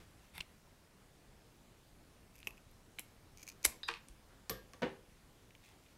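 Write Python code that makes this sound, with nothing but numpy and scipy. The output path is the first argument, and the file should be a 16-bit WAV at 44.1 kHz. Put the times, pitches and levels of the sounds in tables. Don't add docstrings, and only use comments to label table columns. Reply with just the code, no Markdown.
import sys
import numpy as np
from scipy import signal
from scipy.fft import rfft, irfft, next_fast_len
from scipy.io import wavfile
from scipy.ndimage import uniform_filter1d

SR = 44100
rng = np.random.default_rng(int(sys.argv[2]) if len(sys.argv) > 2 else 0)


def elevation(decibels):
    levels = np.asarray(decibels, float)
    return 10 ** (levels / 20)


def pcm_store(signal):
    levels = np.round(np.clip(np.atleast_2d(signal), -1, 1) * 32767)
    wavfile.write(sys.argv[1], SR, levels.astype(np.int16).T)


N = 263277
SIZE = 8192
HISS_TOP_HZ = 15800


def unit(x):
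    return x / np.sqrt(np.mean(x ** 2, axis=-1, keepdims=True) + 1e-30)


def along(points, hz):
    f, v = np.transpose(points)
    return np.interp(np.log(hz + 1), np.log(f + 1), v)


def add(track, start_s, sound):
    spot = track[round(start_s * SR):][:len(sound)]
    spot += sound[:len(spot)]


def through(force, modes):
    m = next_fast_len(force.shape[-1] + SIZE // 2)
    f = np.fft.rfftfreq(m, 1 / SR)
    body = 0
    for k, (hz, width_hz, db) in enumerate(modes):
        resonance = 1j * f * width_hz / (hz * hz - f * f + 1j * f * width_hz)
        body = body + (-1) ** k * elevation(db) * resonance
    soft = 1 / (1 + 1j * f / (1.14 * modes[-1][0])) ** 2
    small = 1j * f / (1j * f + 0.66 * modes[0][0])
    return irfft(rfft(force, m) * body * soft * small, m)[..., :force.shape[-1]]


CONTACT_KINDS = {"catch": (-4, -9, 0.3, 1, 1.2), "open": (-3, 3.5, 2, 1.54, 3), "stop": (3, -27, 2, 1, 2.7),
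                 "bite": (-3.5, -1.5, 0.36, 1.1, 2.5), "nibble": (0, .5, 0.88, 0.64, 0.43),
                 "cut": (0, -5.5, 1, 1.17, 1.5), "snap": (0.035, .3, 0.81, 0.098, 1.3),
                 "shut": (2.8, 8.5, 1, 0.8, .7), "fall": (-1, -24, 1, -0.5, 1.5),
                 "thorn": (0.96, 0.18, 0.5, 1.05, 1.8), "laid": (2.5, 1, -0.2, 1.5, 1.8),
                 "knock": (5, -6, 0.19, 1, 3.5), "leaf": (0, -17, 1, 2, 3), "slack": (9, -12.5, 1.5, 1, 2),
                 "regrip": (-0.95, 0, 0.72, 0.93, 1), "set": (-0.26, 1.7, 0.85, 0.64, 2.5),
                 "tip": (-6.5, -6, 0.1, 1, 4)}


def contacts(rows, body, kind):
    track = np.zeros(N)
    t = np.arange(SIZE // 2) / SR
    middle_db, high_db, middle_share, high_share, contact_ms = CONTACT_KINDS[kind]
    for start_s, peak_db, edge_db in rows:
        force = rng.standard_normal(len(t)) * np.exp(-t / (0.00081 * contact_ms))
        force[0] = 9
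        levels_db = (peak_db,
                     peak_db + middle_db + middle_share * edge_db,
                     peak_db + high_db + high_share * edge_db)
        for level_db, group in zip(levels_db, body):
            ring = through(force, group)
            add(track, start_s, elevation(level_db) * ring / np.abs(ring).max())
    return track


def repeated(rows, gap_s, count, loss_db):
    return [(s + k * gap_s, db - k * loss_db, edge_db) for s, db, edge_db in rows for k in range(count)]


def rubbing(rows, body, grit_db):
    s, *levels_db = np.transpose(rows)
    n = round((s[-1] - s[0]) * SR)
    spikes = np.minimum(rng.exponential(size=n // 32 + 1), 2.5)
    grit = elevation(grit_db * np.repeat(spikes, 32)[:n])
    force = grit * rng.standard_normal(n)
    t = s[0] + np.arange(n) / SR
    fade = np.clip(np.minimum(t - s[0], s[-1] - t) / 0.0018, 0, 1)
    track = np.zeros(N)
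    for level_db, group in zip(levels_db, body):
        add(track, s[0], fade * elevation(np.interp(t, s, level_db)) * unit(through(force, group)))
    return track


STROKE_KINDS = {"sleeve": (0, -8, 10.5, 11, 0), "open": (-7, -10, 13, 2.5, 1.5), "bite": (-5, -6, 9, 2, 8),
                "cut": (0.5, -5.5, 12.5, 14.5, 3.5), "shear": (3.5, -1.5, 11.5, 13.5, -4),
                "tumble": (-3, -15, -3, 29, 13), "rock": (1.1, 1.5, -2, 27, 3),
                "leaf": (-3, -11, 19, 9.5, 4.5)}


def strokes(rows, body, kind):
    middle_db, high_db, swell_db, fading_db, grit_db = STROKE_KINDS[kind]
    mix_db = np.array([0, middle_db, high_db])
    track = np.zeros(N)
    for start_s, fullest_s, end_s, db in rows:
        shape = [(start_s, *db - swell_db + mix_db),
                 (fullest_s, *db + mix_db),
                 (end_s, *db - fading_db + mix_db)]
        track += rubbing(shape, body, grit_db)
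    return track


# pitch_hz, width_hz, level_db
BURR = [
    [(2660, 380, 0)],
    [(3270, 600, 0)],
    [(4100, 420, 0)],
]


def catches(rows):
    return contacts(rows, BURR, "catch")


# pitch_hz, density_db (per Hz)
AIR_SPECTRUM = [(12, -25), (20, 4), (145, -2), (214, -5), (584, -11.5), (1590, -17.5), (11200, -27),
                (15700, -33)]
# time_s, level_db
AIR_LEVEL = [(0.0, -65), (0.9, -66.5), (3.42, -65.5), (4.89, -66), (5.97, -66)]


def air(patchy_db):
    z = signal.stft(rng.standard_normal(N + SIZE), nperseg=512)[2]
    field = uniform_filter1d(uniform_filter1d(rng.standard_normal(z.shape), 8, 0), 16, 1)
    noise = signal.istft(z * elevation(patchy_db * field / field.std()), nperseg=512)[1]
    hz = np.fft.rfftfreq(len(noise), 1 / SR)
    color = elevation(along(AIR_SPECTRUM, np.minimum(hz, 1.1 * HISS_TOP_HZ))) * (hz < HISS_TOP_HZ)
    s, db = np.transpose(AIR_LEVEL)
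    level = elevation(np.interp(np.arange(N) / SR, s, db) + 2.5)
    return level * unit(irfft(rfft(noise) * color, len(noise))[:N])


# pitch_hz, width_hz, level_db
LEAF_BODY = [
    [(2430, 710, -0.022), (3500, 710, -1.5)],
    [(6000, 7100, 0)],
    [(11200, 12000, 0)],
]
# start_s, peak_db, edge_db
LEAF_PICKS = [(5.507, -51, -7), (5.551, -46.5, -7.5), (5.639, -58, -6), (5.659, -61, 1.5), (5.689, -67, 14),
              (5.695, -61, -2.5), (5.838, -62, 5), (5.863, -55.5, -10)]
# start_s, fullest_s, end_s, level_db
LEAF_RUSTLE = [
    (0, .003, .045, -69),
    (.15, .25, .3, -75),
    (5.61, 5.644, 5.76, -68),
    (5.76, 5.89, 5.96, -73),
]
# pitch_hz, width_hz, level_db
SLEEVE_CLOTH = [
    [(410, 180, 2), (795, 400, -6)],
    [(1150, 500, 2.5), (1990, 1000, 0)],
    [(3500, 2000, 0)],
]
# start_s, fullest_s, end_s, level_db
SLEEVE_BRUSH = [
    (0, .003, 0.048, -67.5),
    (4.27, 4.335, 4.41, -71),
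]


def leaves_and_sleeve():
    ticks = contacts(LEAF_PICKS, LEAF_BODY, "leaf")
    return ticks + strokes(LEAF_RUSTLE, LEAF_BODY, "leaf") + strokes(SLEEVE_BRUSH, SLEEVE_CLOTH, "sleeve")


# start_s, peak_db, pitch_hz, length_s
JOLTS = [(0.184, -56.5, 58.7, 0.03), (0.333, -59, 79.4, 0.054), (.375, -55.5, 166, 0.037),
         (0.401, -45.5, 64.5, 0.0087), (3.665, -42.5, 56.6, 0.023), (4.099, -53.5, 45, 0.033),
         (4.49, -53, 50, 0.12), (4.723, -63, 54.7, 0.07), (4.824, -58, 54.5, 0.075),
         (4.8183, -32, 495, 0.029), (4.826, -38.5, 240.3, 0.036)]


def thumps():
    track = np.zeros(N)
    t = np.arange(SIZE) / SR
    for start_s, peak_db, pitch_hz, length_s in JOLTS:
        x = 3 * t / length_s
        push = np.e * x * np.exp(-x)
        add(track, start_s, elevation(peak_db) * push * np.sin(2 * np.pi * pitch_hz * t))
    return track


# pitch_hz, width_hz, level_db
OPEN_BLADES = [
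    [(876, 240, -8), (1380, 150, -8), (2220, 250, 1), (2750, 460, -7), (3600, 250, -1.5)],
    [(4500, 260, 3), (5700, 800, -10), (8700, 560, 2)],
    [(10900, 570, 5), (12500, 1100, -2), (13700, 1600, -4)],
]
# start_s, peak_db, edge_db
PARTING = [
    (.3527, -54, -1),
    (.3794, -54.5, 8),
    (.3802, -34, -12),
    (.3815, -45, -13),
    (.3845, -54, -12),
    (.3893, -48, -13),
]
# pitch_hz, width_hz, level_db
PIVOT_BODY = [
    [(1500, 1700, -9), (2560, 370, 8.5), (3200, 750, 3), (4150, 470, 1)],
    [(5440, 510, 0), (7650, 720, -1), (9400, 1900, -5.5)],
    [(11000, 1500, 0), (14000, 2500, -6)],
]
# start_s, peak_db, edge_db
PIVOT_STOP = [
    (.4074, -29, -8.5),
    (.4084, -31.5, -5),
]
# start_s, peak_db, edge_db
OPENING_CATCHES = [
    (.4051, -37.5, 6),
]
# start_s, fullest_s, end_s, level_db
OPENING_SLIDE = [
    (.335, .353, .366, -56.5),
    (.36, .369, .402, -56.5),
    (.408, .412, .43, -62.5),
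]


def blades_open():
    clicks = contacts(PARTING, OPEN_BLADES, "open") + contacts(PIVOT_STOP, PIVOT_BODY, "stop")
    return clicks + catches(OPENING_CATCHES) + strokes(OPENING_SLIDE, OPEN_BLADES, "open")


# pitch_hz, width_hz, level_db
HANDLE_LOOPS = [
    [(196, 220, -9), (350, 146, 1), (505, 570, -9.5)],
    [(670, 450, -3.5), (1050, 260, 1.5)],
    [(1590, 170, -0.5), (1960, 1000, 2)],
]
# start_s, peak_db, edge_db
HANDLE_KNOCKS = [
    (.4062, -54, 13),
    (2.4715, -48, -20),
    (2.9938, -54, -25),
    (3.652, -38, -5.5),
    (3.8881, -64, 30),
]


def handles_knock():
    return contacts(HANDLE_KNOCKS, HANDLE_LOOPS, "knock")


# pitch_hz, width_hz, level_db
STEM_HELD_BLADES = [
    [(2000, 180, -31), (2140, 1100, -4.5), (2580, 350, 9), (3170, 510, -16)],
    [(5360, 2200, 2.5), (7600, 3000, 0.5)],
    [(9900, 900, -1), (11870, 320, 2.5), (12700, 530, 1), (14300, 1600, -8)],
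]
# start_s, peak_db, edge_db
STEM_BITES = [(2.4027, -52, -1), (2.4715, -26.5, -9.5), (2.4746, -34, -3), (2.4796, -60, 12),
              (2.4835, -47, -6), (2.49, -64, 11), (2.5069, -49.5, -0.5), (2.5725, -57, -2.5),
              (2.5784, -52, -9), (2.7127, -70, 13)]
# start_s, peak_db, edge_db
BITE_CATCHES = [
    (2.4298, -42.5, -15),
]
# start_s, peak_db, edge_db
LIGHT_TOUCHES = [
    (2.3558, -56, 5.5),
    (2.363, -61, 9),
    (2.382, -61, 10),
    (2.3897, -60, 10),
]
# start_s, fullest_s, end_s, level_db
BITE_SLIDE = [
    (2.34, 2.35, 2.42, -72),
    (2.42, 2.45, 2.5, -69),
]


def blades_bite():
    clicks = contacts(STEM_BITES, STEM_HELD_BLADES, "bite") + contacts(LIGHT_TOUCHES, STEM_HELD_BLADES, "nibble")
    return clicks + catches(BITE_CATCHES) + strokes(BITE_SLIDE, STEM_HELD_BLADES, "bite")


# pitch_hz, level_db, t60_s
TABLE_EDGE_HUM = [(111, -1, 0.14), (211, -6, 0.22), (331, -5, 0.38), (442, -2, 0.27), (511.5, 3, 0.29),
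                  (1134, -5, .17), (1222, -5, .23), (1621, -7, 0.39), (1780, -9, 0.34), (2239, -21, .24)]
TABLE_TOP_HUM = [(110.7, -3.5, .2), (231, -4, 0.22), (314, 3.5, 0.18), (389, 0.5, 0.31), (466, -7.5, 0.4),
                 (518, -6, .4), (698, -15, .2), (896, -14.5, .3), (1195, -17, .22), (1620, -11, 0.24),
                 (1820, -16, .2), (1970, -22, .22), (2390, -10, .1), (2848, -17, .18)]
STEM_LASTING = [(346, -0.5, 0.16), (466, 3.5, 0.17), (667, -6, 0.14), (788, -3, 0.13), (894, -5, 0.11),
                (1186, -6, .2), (2440, -12, .12)]
BLADE_HUM = [(10980, -12, 0.14), (11070, -17, 0.21), (11290, -1, 0.09), (11630, -10.5, 0.33),
             (11830, -4, 0.16), (12400, -13, 0.28), (12490, -7.5, 0.16), (12870, -17, 0.51),
             (13310, -13.5, 0.11)]
# start_s, level_db, swell_s
HUM_BLOWS = [
    (4.497, -46, 0.0043),
    (4.84, -40.5, 0.0056),
    (3.888, -46.5, 0.0074),
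    (4.4993, -49, .001),
    (2.4785, -66, .001),
    (2.995, -59, .001),
    (3.664, -52, .002),
]


def hums():
    track = np.zeros(N)
    t = np.arange(2 * SIZE) / SR
    bodies = [TABLE_EDGE_HUM, TABLE_TOP_HUM, STEM_LASTING] + [BLADE_HUM] * len(HUM_BLOWS)
    for (start_s, db, swell_s), modes in zip(HUM_BLOWS, bodies):
        ring = 0
        for pitch_hz, level_db, t60_s in modes:
            decay = elevation(level_db - 60 * t / np.clip(t60_s, .02, .4))
            ring = ring + decay * np.sin(2 * np.pi * pitch_hz * t)
        add(track, start_s, elevation(db) * ring * (1 - np.exp(-t / swell_s)))
    return track


# pitch_hz, width_hz, level_db
LOOSE_BLADES = [
    [(1640, 1600, -6), (2310, 390, 4), (3070, 330, 3.5), (4170, 300, 0.5)],
    [(5630, 630, -3), (7300, 1200, -1), (9300, 1100, 1)],
    [(10600, 1200, 2), (12200, 1200, -1), (14000, 2500, -6)],
]
# start_s, peak_db, edge_db
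GRIP_CLICKS = [(2.9938, -40, 11), (2.9946, -48, 5), (2.9955, -58, 8), (3.0015, -63, 16), (3.0028, -65, 16),
               (3.0045, -58, 12), (3.013, -61, 10), (3.0069, -62, 5)]
# start_s, peak_db, edge_db
SLACK_CLICKS = [
    (2.9856, -41, -12),
    (2.9869, -31, -15),
    (2.9986, -42, -8),
]


def blades_regrip():
    return contacts(GRIP_CLICKS, LOOSE_BLADES, "regrip") + contacts(SLACK_CLICKS, LOOSE_BLADES, "slack")


# pitch_hz, width_hz, level_db
DEEP_BLADES = [
    [(978, 700, -14), (2380, 190, 5), (3300, 2200, -15.5)],
    [(4330, 820, -6), (5150, 250, -2), (5640, 430, -4), (6340, 300, 4), (6930, 300, -0.5), (8120, 180, -4)],
    [(9710, 660, -1), (12220, 950, 0.12), (13500, 1500, -2)],
]
# start_s, peak_db, edge_db
SINGLE_SLIPS = [(3.3735, -58, 11), (3.4178, -59, 6), (3.4374, -59, 6), (3.468, -54.5, 9), (3.4773, -42, 2),
                (3.491, -61, 19), (3.4994, -47.5, 4.5), (3.517, -55, 2), (3.5236, -56, 2),
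                (3.6294, -58.5, 15), (3.64, -45.5, 2), (3.643, -42.5, 9.5)]
SLOW_TRIPLES = [
    (3.3828, -53.5, 2.5),
]
FAST_TRIPLES = [
    (3.4287, -52, 7),
    (3.4858, -48.5, 5.5),
]
# start_s, fullest_s, end_s, level_db
CUT_SLIDE = [
    (3.372, 3.41, 3.445, -68),
    (3.45, 3.485, 3.53, -69),
]


def stem_creaks():
    slips = repeated(SLOW_TRIPLES, gap_s=0.013, count=3, loss_db=3.5)
    slips += repeated(FAST_TRIPLES, gap_s=0.0018, count=3, loss_db=-1.0)
    slips += SINGLE_SLIPS
    return contacts(slips, DEEP_BLADES, "cut") + strokes(CUT_SLIDE, DEEP_BLADES, "cut")


# pitch_hz, width_hz, level_db
CLOSED_BLADES = [
    [(1050, 250, -11.5), (2100, 230, 0.5), (2540, 400, 0), (3360, 830, -6.5)],
    [(3970, 360, -7), (4970, 830, -7), (5790, 870, -3), (7850, 1000, -4)],
    [(9900, 600, -3), (11300, 870, 2), (13500, 1020, -7)],
]
# start_s, peak_db, edge_db
CHATTER = [(3.6471, -31.5, 8.5), (3.6487, -26.5, 4), (3.6501, -28, 9.5), (3.6511, -31, 6.5),
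           (3.6533, -26.5, 7), (3.6548, -42.5, 14), (3.6568, -35.5, -4), (3.659, -34, -8.5)]
# pitch_hz, width_hz, level_db
BLADE_EDGES = [
    [(1000, 680, -6.5), (2330, 340, -3)],
    [(4300, 680, -9), (6000, 900, -1), (7500, 500, 4.5), (8080, 600, 3.5)],
    [(11080, 910, 4.5), (12100, 900, -8), (13240, 900, 0)],
]
# start_s, peak_db, edge_db
MEETING = [
    (3.6516, -27.5, -1.5),
    (3.652, -20.5, 3),
]
# start_s, fullest_s, end_s, level_db
SHEAR_STROKE = [
    (3.645, 3.652, 3.668, -37.5),
]


def blades_snap():
    clicks = contacts(CHATTER, CLOSED_BLADES, "snap") + contacts(MEETING, BLADE_EDGES, "shut")
    return clicks + strokes(SHEAR_STROKE, CLOSED_BLADES, "shear") + squeal()


# time_s, pitch_hz, level_db
SQUEAL_GLIDE = [
    (3.6555, 9200, -44),
    (3.6575, 9900, -33.5),
    (3.6595, 10800, -28),
    (3.662, 11500, -27.5),
    (3.664, 11700, -34.5),
    (3.6665, 11800, -50.5),
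]


def squeal():
    s, hz, db = np.transpose(SQUEAL_GLIDE)
    t = np.arange(s[0], s[-1], 1 / SR)
    rough = 0.19 * rng.standard_normal(len(t))
    phase = 2 * np.pi * np.cumsum(np.interp(t, s, hz)) / SR
    track = np.zeros(N)
    add(track, s[0], elevation(np.interp(t, s, db)) * np.sin(phase + rough))
    return track


# pitch_hz, level_db, t60_s
GLASS = [(2940, -26, 0.046), (3225, -15, 0.04), (3720, -3, 0.057), (3745, -12, .1), (3904, -0.5, 0.081),
         (4000, -9, 0.032), (4830, -10, 0.11), (5000, -13, .044), (6430, -28, 0.18)]
# struck_s, level_db, damped_s
GLASS_TOUCH = (3.8322, -38.5, 3.884)


def jar():
    struck_s, db, damped_s = GLASS_TOUCH
    t = np.arange(SIZE) / SR
    ring = 0
    for pitch_hz, level_db, t60_s in GLASS:
        ring = ring + elevation(level_db - 60 * t / t60_s) * np.sin(2 * np.pi * pitch_hz * t)
    damping = elevation(db - 60 * np.maximum(t - damped_s + struck_s, 0) / .03)
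    track = np.zeros(N)
    add(track, struck_s, damping * ring * (1 - np.exp(-t / 0.0003)))
    return track


# pitch_hz, width_hz, level_db
STEM_BODY = [
    [(640, 200, -19), (870, 120, -3), (1170, 135, 4.5), (1570, 200, 1), (1880, 230, 4)],
    [(2440, 230, 5), (2770, 240, 2), (3140, 400, -3), (3800, 500, -3.5), (5000, 920, -6)],
    [(5430, 550, 0), (8600, 1500, 4), (12000, 2400, -1)],
]
# start_s, peak_db, edge_db
STEM_BOUNCES = [(3.88, -42.5, -8), (3.8852, -32.5, 5), (3.8868, -34, -3), (3.8881, -27, 1), (3.89, -35, -3),
                (3.8926, -39, -3), (3.8945, -41, 3), (3.8971, -38, -10), (3.8995, -45, 6), (3.902, -42, 6),
                (3.9045, -41, -3), (3.911, -42, -8), (3.9135, -47, 8), (3.9201, -48, 0), (3.927, -50, -6),
                (3.931, -53, 1), (3.941, -50, -4), (3.948, -52, 3), (3.9582, -48, 0), (3.968, -50, -2),
                (3.972, -53, 2), (3.987, -59, 2)]
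# start_s, peak_db, edge_db
THORN_TICKS = [
    (3.833, -43.5, -7),
    (3.8773, -62, 9),
    (3.8819, -47.5, 9),
    (4.0853, -66.5, 24),
]
# start_s, peak_db, edge_db
FALL_CATCHES = [
    (3.9391, -35.5, -1),
]
# start_s, turn_s, end_s, level_db (at turn_s)
STEM_TUMBLE = [
    (3.882, 3.886, 3.99, -49),
]


def stem_falls():
    clatter = contacts(STEM_BOUNCES, STEM_BODY, "fall") + contacts(THORN_TICKS, STEM_BODY, "thorn")
    return clatter + catches(FALL_CATCHES) + strokes(STEM_TUMBLE, STEM_BODY, "tumble")


# pitch_hz, width_hz, level_db
LAID_BLADES = [
    [(2300, 300, -2), (3010, 300, -3.5), (3610, 410, 0.5), (4260, 510, 1.5)],
    [(5700, 1100, 1.5), (8720, 2100, -5)],
    [(9950, 880, -2), (11700, 500, 8), (12400, 650, 10.5), (13360, 320, 3), (14900, 1200, -11)],
]
# start_s, peak_db, edge_db
BLADES_DOWN = [(4.4957, -30, -9), (4.4993, -33, 3.5), (4.5044, -55, -8), (4.5069, -60, 12),
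               (4.5083, -56, 15), (4.7345, -48, -6.5), (4.7432, -63, -15), (4.8212, -48, -7)]


def blades_laid():
    return contacts(BLADES_DOWN, LAID_BLADES, "laid")


# pitch_hz, width_hz, level_db
EDGE_BOARD = [
    [(113, 21, -1.5), (197, 35, -8.5), (335, 62, -7), (447, 50, -2.5), (513, 48, 2.5), (570, 56, -7)],
    [(702, 66, -8.5), (1140, 52, -2.5)],
    [(1610, 100, -1.5), (1814, 114, -1.5), (2260, 270, -8.5), (3380, 470, -7)],
]
# start_s, peak_db, edge_db
TABLE_TAPS = [
    (4.4962, -37.5, -1),
    (4.5012, -42, -13),
    (4.5116, -36.5, -9),
    (4.5178, -57, -13),
    (4.7345, -62, 10.5),
    (4.7446, -55, -13),
]


def table_tapped():
    return contacts(TABLE_TAPS, EDGE_BOARD, "set")


# pitch_hz, width_hz, level_db
TABLE_BOARD = [
    [(110, 13, -15), (246, 38, -9), (388, 74, -24), (495, 84, 0.5), (560, 43, -12)],
    [(697, 53, 1.5), (825, 50, 0), (957, 67, -0.5), (1103, 43, -2), (1310, 130, -5)],
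    [(1480, 140, 3), (1790, 110, 7), (2000, 110, 5), (2360, 280, -1.5), (2910, 140, 1), (3380, 590, -3),
     (4040, 2400, -9.5)],
]
# start_s, peak_db, edge_db
HANDLE_DROPS = [(4.8204, -31, -2), (4.8248, -34.5, -9), (4.8311, -32.5, 6.5), (4.8365, -28.5, -3),
                (4.8404, -43, 4), (4.8452, -49, 13), (4.8555, -51, 3), (4.8637, -33, -9)]
# start_s, turn_s, end_s, level_db (at turn_s)
HANDLE_ROCKING = [
    (4.82, 4.84, 4.92, -47),
]


def handles_tip():
    return contacts(HANDLE_DROPS, TABLE_BOARD, "tip") + strokes(HANDLE_ROCKING, TABLE_BOARD, "rock")


def scattered(x, share):
    m = next_fast_len(len(x) + SIZE)
    spectrum = rfft(x, m)
    octave = np.log2(np.fft.rfftfreq(m, 1 / SR) + 20)
    step_oct = .002
    grid = np.arange(octave[0], octave[-1], step_oct)
    power = np.interp(grid, octave, np.abs(spectrum) ** 2)
    fine = np.abs(uniform_filter1d(power, round(0.14 / step_oct))) + 1e-20
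    coarse = np.abs(uniform_filter1d(power, round(0.49 / step_oct))) + 1e-20
    evened = (coarse / fine) ** (np.clip(share, 0, 1) / 2)
    return irfft(spectrum * np.interp(octave, grid, evened), m)


# pitch_hz, t60_s
ROOM_DECAY = [(150, 0.63), (600, 0.35), (2000, 0.31), (6000, 0.26), (12000, 0.22), (16000, 0.19)]
# pitch_hz, level_db
ROOM_COLOR = [(150, -7.5), (500, -6), (1200, -3.5), (3000, 0), (9000, .3), (14000, -2)]


def room(x, wet_db, scatter):
    out = x.copy()
    step = round(.4 * SR)
    for start in range(0, N, step):
        piece = x[start:start + step]
        if not piece.any():
            continue
        hz, t, z = signal.stft(rng.standard_normal(SR // 2), SR, nperseg=256)
        tail = signal.istft(z * elevation(-60 * t / along(ROOM_DECAY, hz)[:, None]), SR, nperseg=256)[1]
        tail *= 1 - np.exp(-np.arange(len(tail)) / SR / 0.00082)
        f = np.fft.rfftfreq(len(tail), 1 / SR)
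        color = elevation(along(ROOM_COLOR, f)) * (f < HISS_TOP_HZ)
        tail = irfft(rfft(tail / np.linalg.norm(tail)) * color, len(tail))
        wet = signal.fftconvolve(scattered(piece, scatter), tail)
        add(out, start / SR + 0.0022, elevation(wet_db) * wet)
    return out


ROOM_SHARE = {"open": -24, "bite": -21, "regrip": -13.5, "cut": -17, "snap": -14.5, "jar": -5, "fall": -8.5,
              "laid": -8, "knock": -3.5, "set": -1.6, "tip": -6, "leaf": -13}
WALL_SCATTER = {"snap": .8, "fall": .6, "tip": 0.95, "set": 0.41, "laid": .3, "regrip": .5}


def scene():
    sources = {
        "leaf": leaves_and_sleeve(),
        "open": blades_open(),
        "knock": handles_knock(),
        "bite": blades_bite(),
        "regrip": blades_regrip(),
        "cut": stem_creaks(),
        "snap": blades_snap(),
        "jar": jar(),
        "fall": stem_falls(),
        "laid": blades_laid(),
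        "set": table_tapped(),
        "tip": handles_tip()}
    mix = air(patchy_db=1.17) + thumps() + hums()
    for name, sound in sources.items():
        mix += room(sound, ROOM_SHARE[name], WALL_SCATTER.get(name, 0))
    return mix[None]


def band_limit(x):
    return signal.sosfilt(signal.butter(12, 16640, fs=SR, output="sos"), x)


def record(dry):
    mic = signal.butter(16, 15800, fs=SR, output="sos")
    return band_limit(signal.sosfilt(mic, dry))


dry = scene()
out = record(dry)
pcm_store(out)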